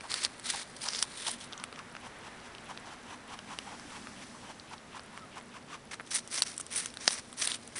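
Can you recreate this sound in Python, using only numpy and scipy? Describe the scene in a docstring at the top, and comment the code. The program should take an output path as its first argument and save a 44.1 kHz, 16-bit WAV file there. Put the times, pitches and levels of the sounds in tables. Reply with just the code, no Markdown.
"""A rabbit bites crisp apple close to a small microphone: bursting cells excite resonances and noise bands.
Single fractures are sharp pulses with a splintering tail, ringing teeth and fruit. Two bouts of biting frame
some four seconds of closed-mouth chewing, about six strokes a second, some of them double; strokes also
underlie the first bout. Pressure pulses shape grinding, pulp and slosh noise. Gliding sines squeak, sparse
ticks mark wet lips, and filtered noise gives the rubbing and room hush."""
import sys
import numpy as np
from scipy import signal
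from scipy.fft import rfft, irfft, next_fast_len
from scipy.io import wavfile
from scipy.ndimage import uniform_filter1d

SR = 44100
rng = np.random.default_rng(int(sys.argv[2]) if len(sys.argv) > 2 else 0)


def materialize(psi):
    """Save the field psi as 16-bit PCM at rate SR to the path in sys.argv[1].

    A 1-D psi becomes a single channel; in a 2-D psi each row is a channel.
    """
    bounded = np.clip(np.atleast_2d(psi).T, -1, 1)
    quanta = np.round(bounded * 32767).astype(np.int16)
    wavfile.write(sys.argv[1], SR, quanta)


N = 343539
TIME = np.arange(N) / SR

# Steady room hush, as a spectrum: f/Hz, relative level/dB
ROOM_SPECTRUM = [(25, -15), (60, -5), (130, -1.5), (200, -1), (330, -3), (600, -5.5), (1200, -9.5),
                 (2500, -15), (5000, -22), (10000, -26)]
# Rabbit and hand shifting, each move swelling and fading:
# middle t/s, half-width t/s, rumble level/dB, rub level/dB, swish level/dB
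MOVES = [(0.5, 1.6, -71, -56, -66), (2.55, 1.05, -73, -53, -61.5), (4.0, 0.45, -56, -54.5, -55),
         (5.1, 0.6, -63, -57.5, -63.5), (7.0, 1.2, -80, -66.5, -64)]
# Spectra of the three friction layers, low to high: f/Hz, relative level/dB
RUMBLE_SPECTRUM = [(50, -17), (115, 1), (160, -8.5), (208, 10.5), (235, -3), (285, 6.5), (330, -9),
                   (600, -34.5)]
RUB_SPECTRUM = [(400, -2), (1000, 3), (1900, 2.5), (2700, -5), (4000, -10), (9000, -55)]
SWISH_SPECTRUM = [(1000, -23), (3000, 5.5), (6000, 9), (10000, 3)]
# Teeth scraping lightly all through a bout of biting: start t/s, end t/s, crunch level/dB
SCRAPING_BOUTS = [(0, 1.46, -58), (6.046, 7.79, -60.5)]
# Incisors pressing through the apple: start t/s, length t/s, attack t/s, mid-bite crunch level/dB,
# swell over the bite level/dB, body re crunch level/dB, fizz re crunch level/dB,
# resonance of the hollow between lips and fruit f/Hz
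BITES = [(0.081, 0.18, 0.028, -40.5, -3.5, -2, -5, 4450), (0.436, .19, 0.021, -41.5, -3, -4, -3.5, 3860),
         (0.807, .2, 0.014, -42, 1, -6, -5.5, 4870), (1.052, .11, .02, -54, 5, -2, -2, 3780),
         (1.155, 0.19, 0.026, -44.5, -1, -4.5, -1, 3430), (1.392, 0.053, .02, -48, 0, -5, -2.5, 3460),
         (5.908, .038, 0.0065, -47.5, -1, 4.5, -4, 5940), (6.103, 0.088, 0.01, -37.5, -3, -6, -1, 5870),
         (6.297, 0.11, 0.049, -38.5, -7.5, -3, 1.5, 5730), (6.446, 0.1, 0.011, -48.5, -8, -2.5, -0.5, 5600),
         (6.699, 0.17, 0.027, -43, -6, -1.5, 2, 5870), (6.878, 0.028, .005, -53, 1, -9, -10, 5500),
         (6.994, 0.2, 0.016, -44.5, 4, -2.5, -4.5, 5750), (7.361, 0.096, 0.032, -40, 7, -3.5, 2.5, 5760),
         (7.462, 0.094, 0.008, -40, -5, -3, -1, 3600), (7.754, 0.044, .003, -43, 2, 2.5, 6.5, 6140)]
# A patch of cells giving way all at once:
# middle t/s, half-width t/s, crunch level/dB, fizz re crunch level/dB
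COLLAPSES = [(0.108, 0.0056, -42, -7), (0.242, 0.012, -33, -15), (0.467, 0.0046, -41, 0),
             (0.501, 0.0085, -32.5, -2), (0.768, 0.0029, -44, 0), (0.838, 0.018, -45.5, 4),
             (0.938, 0.0036, -39, -10), (0.962, 0.011, -38, -13), (1.028, 0.011, -38.5, -1),
             (1.282, 0.013, -35, -3), (1.315, 0.0043, -41, 10), (6.15, 0.0035, -33, 6.5),
             (6.162, 0.009, -35.5, 5), (6.359, .004, -35, 3), (6.382, 0.0064, -32.5, -15),
             (6.43, 0.0054, -34, -5), (6.47, 0.0044, -35.5, -3), (6.606, 0.0047, -43, 8.5),
             (6.776, 0.022, -36.5, 4.5), (7.08, 0.019, -40, -2), (7.128, 0.015, -39, 4.5),
             (7.423, 0.0055, -30, -10), (7.546, 0.0045, -40, -8)]
# Single fractures and tooth clicks: t/s, nominal crack energy level/dB, ring f/Hz,
# body re crack level/dB, fizz re crack level/dB
FRACTURES = [(0.0085, -19, 2400, -6, -13), (0.1172, -10.5, 4300, -22, -11), (0.1412, -6, 4350, -6, -5.5),
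             (0.1816, -25, 3200, -17, -8), (0.2377, -16, 3600, -18, 4), (0.2491, -2, 4460, -12, -10),
             (0.265, -31, 4000, 13, -6), (0.397, -29, 4500, 5, 4.5), (0.8866, -3, 5300, -11, -20),
             (0.905, -18, 5200, -20, -18), (0.9338, -12, 4870, -7, -23), (0.9486, -10.5, 4720, -6, -22),
             (0.9864, -13, 5200, -23, -15), (0.9903, -7.5, 5340, -14, -12), (1.0263, 1.5, 5380, -9, -6.5),
             (1.2692, -11.5, 3300, -17, -10), (1.2805, -10.5, 3680, -10, -6),
             (1.5256, -18.5, 3360, -12, -27), (1.5322, -16.5, 3450, -9, -23),
             (1.5774, -17.5, 6440, -13, -21), (1.5993, -23.5, 4570, 2, -18), (1.6392, -12.5, 3100, -2, -5),
             (1.7268, -28, 4500, 10.5, -12), (1.7595, -22, 2940, -18, -25), (1.791, -18.5, 2860, -5, -20),
             (1.9514, -23.5, 2940, 7, -26), (1.966, -20.5, 2710, 3, -32), (2.5498, -18.5, 2950, -29, -22),
             (2.583, -23.5, 3140, -7, -32), (2.7752, -16, 2950, -8, -24), (3.3903, -16.5, 2870, -6, -22),
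             (3.588, -9.5, 3100, -7, -15), (3.7969, -24.5, 5000, 2, -14), (4.0712, -33, 2400, 18, -14),
             (4.598, -23, 4550, -16, -26), (4.7806, -28.5, 4060, -8, -20), (4.9951, -24.5, 4300, 6, -18),
             (5.1761, -33.5, 3000, 18, 2), (5.4114, -39, 4000, 15, -13), (5.9422, -25, 4370, 4, -4),
             (5.9983, -33, 2400, 20, -22), (6.004, -31.5, 2400, 12, -18), (6.0085, -29, 2400, 11, -18),
             (6.073, -29, 3500, -7, -7), (6.2758, -18.5, 5960, -11, -7), (6.3849, -8, 5900, -9, -19),
             (6.4209, 1, 4170, -9, -4.5), (6.5649, -32, 6000, -12, 5), (6.579, -16.5, 5760, -9, 4),
             (6.5992, -28.5, 5900, 11.5, 8), (6.6107, -18, 6430, -13, 1), (6.6655, -22.5, 5660, -7, -1),
             (6.859, -9, 6240, -7.5, -6), (6.9399, -26, 3500, -1, -2), (6.9714, -17.5, 3900, 0, -9),
             (7.0782, 7, 4880, -5.5, -15), (7.1072, -9.5, 5640, -8.5, -14), (7.3283, -26.5, 3700, 2, 2),
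             (7.474, -6.5, 3400, -8.5, -0.5), (7.5178, -8.5, 3640, -15, -12), (7.6763, -23, 6100, -6, -1.5)]
# Molar strokes, a double stroke taking two rows: greatest pressure t/s,
# cheek level/dB and pulp level/dB before the layer trims,
# closing time of the pulp t/s, cheek resonance f/Hz
MOLAR_STROKES = [(.05, -46, -52, 0.012, 930), (0.54, -42, -43, 0.004, 870), (.874, -45.5, -54, 0.024, 910),
                 (1.281, -40.5, -48, .012, 910), (1.532, -56, -53, 0.018, 1300),
                 (1.64, -53.5, -56, 0.066, 1220), (1.792, -45.5, -53.5, 0.012, 1200),
                 (1.957, -62, -69, 0.019, 1190), (2.065, -49, -51, 0.025, 930),
                 (2.272, -49.5, -52, 0.025, 890), (2.47, -55, -55, 0.027, 890),
                 (2.708, -43.5, -48.5, 0.015, 940), (2.88, -50.5, -57.5, 0.025, 850),
                 (2.932, -48.5, -52.5, 0.028, 910), (3.139, -50.5, -50.5, .046, 910),
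                 (3.338, -45.5, -49, 0.032, 960), (3.534, -45.5, -48.5, 0.036, 970),
                 (3.676, -46, -51, 0.01, 910), (3.742, -48.5, -54.5, 0.032, 880),
                 (3.925, -53, -52.5, .025, 980), (3.969, -48, -49.5, 0.017, 940),
                 (4.228, -73, -49, .0095, 1090), (4.362, -53.5, -67, .02, 1020),
                 (4.443, -51, -56, .01, 920), (4.508, -48, -51, 0.027, 890), (4.733, -46.5, -50, .018, 950),
                 (4.97, -45.5, -50.5, 0.024, 990), (5.185, -51, -56.5, .05, 1040),
                 (5.38, -47, -48.5, 0.016, 970), (5.569, -49, -50.5, 0.02, 1030),
                 (5.749, -48, -49.5, 0.039, 1090)]
# Spectrum of the squelching pulp: f/Hz, relative level/dB
PULP_SPECTRUM = [(500, -3), (1000, 2.5), (1600, 4.5), (2300, 2), (3100, 3.5), (4200, -4), (6000, -2),
                 (10000, -10)]
# Short wet squeaks of the fruit: start t/s, length t/s, start f/Hz, end f/Hz, rms level/dB
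FRUIT_SQUEAKS = [(1.041, 0.0039, 990, 890, -46), (5.198, 0.065, 1390, 1197, -55)]
# Narrow dips of the microphone port: f/Hz, width f/Hz, depth level/dB
PORT_DIPS = [(6640, 250, -33), (7380, 127, -24)]

ROOM_DB, DRONE_DB, DRONE_HZ, DRONE_WIDTH_HZ = -54, -61, 239.2, 13.4
BITE_RELEASE_S = 0.0077
COLLAPSE_BODY_DB = -7.5  # re its crunch
SCRAPE_BODY_DB, SCRAPE_FIZZ_DB = -2, -2  # re its crunch
SCRAPE_FADE_S, SCRAPE_UNEVEN_DB = 0.01, 1.5  # the teeth catch and slip
CUTOFF_HZ = 10900


def from_db(db):
    """Logarithmic level: decibels become an amplitude gain."""
    return 10 ** (np.asarray(db) / 20)


def rms_one(x):
    """Normalisation: scale a signal to unit rms."""
    return x / np.sqrt(np.mean(x ** 2) + 1e-20)


def band(x, low_hz, high_hz, order=2):
    """Band limitation: a causal Butterworth band-pass."""
    edges_hz = [low_hz, min(high_hz, SR / 2 - 1000)]
    return signal.sosfilt(signal.butter(order, edges_hz, "band", fs=SR, output="sos"), x)


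def resonator_poles(hz, r):
    """Damped oscillation: recursive coefficients of a resonance with decay r per sample."""
    return [1, -(1 + r * r) * np.cos(2 * np.pi * hz / SR), r * r]


def resonate(x, hz, width_hz):
    """Resonance: a damped oscillator with gain 1 at its peak."""
    r = np.exp(-np.pi * width_hz / SR)
    zeros = np.array([1, 0, -1]) * (1 - r * r) / 2
    return signal.lfilter(zeros, resonator_poles(hz, r), x)


def glide(x, hz, width_hz, size=256):
    """Moving resonance: an oscillator whose centre follows a curve, in blocks of `size` samples."""
    out, state, r = np.zeros(N), np.zeros(2), np.exp(-np.pi * width_hz / SR)
    for i in range(0, N, size):
        poles = resonator_poles(hz[i], r)
        out[i:i + size], state = signal.lfilter([1, 0, -1], poles, x[i:i + size], zi=state)
    return out


def colour(x, spectrum):
    """Spectral shaping: a smooth curve over log frequency weights the signal; rms 1."""
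    hz, db = np.transpose(spectrum)
    size = next_fast_len(N)
    f = np.maximum(np.fft.rfftfreq(size, 1 / SR), 1)
    gain = from_db(np.interp(np.log(f), np.log(hz), db)) * (f < CUTOFF_HZ + 500)
    return rms_one(irfft(rfft(x, size) * gain, size)[:N])


def drift(per_s):
    """Random modulation: twice-averaged noise wanders with rms 1."""
    width = max(int(SR / per_s), 1)
    once = uniform_filter1d(rng.standard_normal(N), width, mode="wrap")
    return rms_one(uniform_filter1d(once, width, mode="wrap"))


def cells(per_s, spread_db):
    """Shot noise: cell walls burst at random moments with uneven strength and either sign; rms 1."""
    strength = from_db(spread_db * np.clip(rng.standard_normal(N), -2, 2))
    sizes = strength * rng.choice([-1, 1], N)
    return rms_one(sizes * (rng.random(N) < per_s / SR))


def swell(s, half_width_s):
    """Gaussian envelope: a smooth rise and fall around one moment, height 1."""
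    return np.exp(-.5 * ((TIME - s) / half_width_s) ** 2)


def press(start_s, length_s, attack_s, release_s):
    """Loading and relaxation: pressure builds evenly, holds, then decays exponentially."""
    t = TIME - start_s
    return np.clip(t / attack_s, 0, 1) * np.exp(-np.maximum(t - length_s, 0) / release_s)


def room():
    """Stationary noise: a steady hush, and narrow-band noise as a wavering hum like a distant appliance."""
    # the first second lets the resonance settle
    drone = resonate(rng.standard_normal(N + SR), DRONE_HZ, DRONE_WIDTH_HZ)[SR:]
    hush = colour(rng.standard_normal(N), ROOM_SPECTRUM)
    return from_db(ROOM_DB) * hush + from_db(DRONE_DB) * rms_one(drone)


def shuffle():
    """Friction noise: fur, hand and carpet rub softly, with moves adding in power."""
    power = np.zeros((3, N))
    for s, half_width_s, *levels_db in MOVES:
        power += np.outer(from_db(levels_db), swell(s, half_width_s)) ** 2
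    out = np.zeros(N)
    for gain, spectrum in zip(np.sqrt(power), (RUMBLE_SPECTRUM, RUB_SPECTRUM, SWISH_SPECTRUM)):
        unevenness = from_db(0.59 * drift(per_s=6))
        out += gain * unevenness * colour(rng.standard_normal(N), spectrum)
    return out


def cutting():
    """Incoherent addition: bites, collapses and scraping sum in power to crunch, body and fizz gains."""
    parts = []
    for s, length_s, attack_s, crunch_db, swell_db, body_db, fizz_db, _ in BITES:
        progress = np.clip((TIME - s) / length_s, 0, 1)
        level = from_db(crunch_db + swell_db * (progress - .5))
        parts.append((level * press(s, length_s, attack_s, BITE_RELEASE_S), body_db, fizz_db))
    for s, half_width_s, crunch_db, fizz_db in COLLAPSES:
        parts.append((from_db(crunch_db) * swell(s, half_width_s), COLLAPSE_BODY_DB, fizz_db))
    catching = from_db(SCRAPE_UNEVEN_DB * drift(per_s=210))
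    for s, end_s, crunch_db in SCRAPING_BOUTS:
        force = from_db(crunch_db) * catching * press(s, end_s - s, SCRAPE_FADE_S, SCRAPE_FADE_S)
        parts.append((force, SCRAPE_BODY_DB, SCRAPE_FIZZ_DB))
    power = np.zeros((3, N))
    for force, body_db, fizz_db in parts:
        power += np.outer(from_db([0, body_db, fizz_db]), force) ** 2
    return np.sqrt(power)


def bites(hollow_width_hz=750, hollow_db=-5.0, flesh_db=-3.0,
          mouth_hz=2050, mouth_width_hz=650, mouth_db=-5.5, fibre_db=-9):
    """Avalanche fracture: bursting cells ring hollow and mouth, fizz in the treble; fibres crackle singly."""
    crunch_gain, body_gain, fizz_gain = cutting()
    # each bite holds its own hollow resonance, with glides between bites
    edges = [(s + edge, hz) for s, length_s, *_, hz in BITES for edge in (0, length_s)]
    hollow_hz = np.interp(TIME, *np.transpose(edges))
    avalanches = rms_one(from_db(1.9 * drift(per_s=600) + 1.1 * drift(per_s=140)))

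    mouth_ring = resonate(cells(per_s=2700, spread_db=8.5), mouth_hz, mouth_width_hz)
    mouth = from_db(mouth_db) * rms_one(mouth_ring)
    body = mouth + from_db(-5.5) * rms_one(band(cells(per_s=5000, spread_db=3.0), 950, 2300))
    jaw = from_db(-15.0) * rms_one(band(cells(per_s=2900, spread_db=2.0), 250, 800))
    hollow_ring = glide(cells(per_s=4000, spread_db=5.0), hollow_hz, hollow_width_hz)
    hollow = from_db(hollow_db) * rms_one(hollow_ring)
    flesh = from_db(flesh_db) * rms_one(band(cells(per_s=6000, spread_db=5.5), 3080, 7760, order=3))
    fizz = from_db(-2.5) * rms_one(band(cells(per_s=9200, spread_db=8.5), 8260, 10120, order=3))
    fibres = from_db(fibre_db) * rms_one(band(cells(per_s=350, spread_db=5), 1500, 7200))

    bursting = crunch_gain * (hollow + flesh) + body_gain * (body + jaw) + fizz_gain * fizz
    return avalanches * bursting + crunch_gain * fibres


def snaps(scatter_db=-18, scatter_s=0.0014, tail_db=-40, tail_s=0.0078,
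          ring_width_hz=1500, tooth_hz=1300, tooth_width_hz=520, heft=2.1):
    """Impulse response: a break rings teeth and fruit, then splinters and reflects faintly nearby."""
    out, t = np.zeros(N), TIME[:SR // 25]
    decay = from_db(scatter_db) * np.exp(-t / scatter_s) + from_db(tail_db) * np.exp(-t / tail_s)
    noises = rng.standard_normal((len(FRACTURES), len(t)))
    for (s, crack_db, ring_hz, body_db, fizz_db), noise in zip(FRACTURES, noises):
        pulse = (t == 0) + noise * decay
        give_db = heft * max(crack_db, 0)  # only the hardest breaks jolt the whole piece of fruit
        tooth = from_db(-7.5) * rms_one(resonate(pulse, tooth_hz, tooth_width_hz))
        knock = from_db(-7.0) * rms_one(band(pulse, 380, 1800))
        thump = from_db(give_db - 26.5) * rms_one(band(pulse, 160, 1180))
        ring_once = resonate(pulse, ring_hz, ring_width_hz)
        ring = from_db(-2.0) * rms_one(resonate(ring_once, ring_hz, ring_width_hz))
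        crack = from_db(-7.5) * rms_one(band(pulse, 2700, 6200, order=4))
        fizz = from_db(fizz_db + 2.5) * rms_one(band(pulse, 7300, 10140, order=3))
        snap = from_db(body_db) * (tooth + knock + thump) - ring - crack + fizz
        at = int(s * SR)
        # dividing by root length turns unit rms into unit energy
        out[at:at + len(t)] += (from_db(crack_db) * snap / np.sqrt(len(t)))[:N - at]
    return out


def chews(release_s=0.011, cheek_width_hz=480, pressure_share=0.91,
          slosh_lead_s=0.044, slosh_s=0.015, slosh_db=-7):
    """Modulated noise: the tongue gathers pulp, closing squelches it, grinding rings the cheeks."""
    cheeks, squeeze, gather = np.zeros((3, N))
    grinding = cells(per_s=4000, spread_db=6.0)
    for s, cheek_db, pulp_db, closing_s, hz in MOLAR_STROKES:
        near = slice(max(int((s - .2) * SR), 0), int((s + .1) * SR))
        t = TIME[near] - s
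        # pressure on the cheeks rises a little faster than the pulp is squeezed
        pressure = np.exp(-.5 * (t / np.where(t < 0, closing_s * pressure_share, release_s)) ** 2)
        closing = np.exp(-.5 * (t / np.where(t < 0, closing_s, release_s)) ** 2)
        gathering = np.exp(-.5 * ((t + slosh_lead_s) / slosh_s) ** 2)
        ring = resonate(resonate(grinding[near], hz, cheek_width_hz), hz, cheek_width_hz)
        cheeks[near] += from_db(cheek_db) * pressure * rms_one(ring)
        squeeze[near] += from_db(pulp_db) * closing
        gather[near] += from_db(pulp_db + slosh_db) * gathering
    grains = cells(per_s=12000, spread_db=2.5) * from_db(1.5 * drift(per_s=250))
    pulp = squeeze * colour(grains, PULP_SPECTRUM)
    slosh = gather * rms_one(band(rng.standard_normal(N), 2180, 3540))
    return from_db(0.5) * cheeks + from_db(1.5) * pulp + slosh


def lips():
    """Sparse excitation: faint stray ticks of wet lips and tongue excite four broad resonances."""
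    ticks = np.zeros(N)
    for hz in (3500, 5000, 8500, 10000):
        ticks += resonate(resonate(cells(per_s=7, spread_db=1.5), hz, 2500), hz, 2500)
    return from_db(-69) * rms_one(ticks)


def squeaks():
    """Frictional tone: wet flesh slips on a tooth, heard as a short sine falling in frequency."""
    out = np.zeros(N)
    for s, length_s, start_hz, end_hz, level_db in FRUIT_SQUEAKS:
        u = np.linspace(0, 1, int(length_s * SR))
        phase = 2 * np.pi * np.cumsum(start_hz + (end_hz - start_hz) * u) / SR
        tone = 2 * np.sin(np.pi * u) * np.sin(phase)  # rms near 1
        at = int(s * SR)
        out[at:at + len(u)] += from_db(level_db) * tone
    return out


def scene():
    """Superposition: all sources add in one channel, close and dry."""
    return (room() + shuffle() + bites() + snaps() + chews() + lips() + squeaks())[None]


def record(dry):
    """Band rejection: the microphone port cuts two notches in the treble; the top is cut steeply."""
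    for hz, width_hz, depth_db in PORT_DIPS:
        dry = dry - (1 - from_db(depth_db)) * resonate(dry, hz, width_hz)
    return signal.sosfilt(signal.ellip(10, .3, 70, CUTOFF_HZ, fs=SR, output="sos"), dry)


dry = scene()
out = record(dry)
materialize(out)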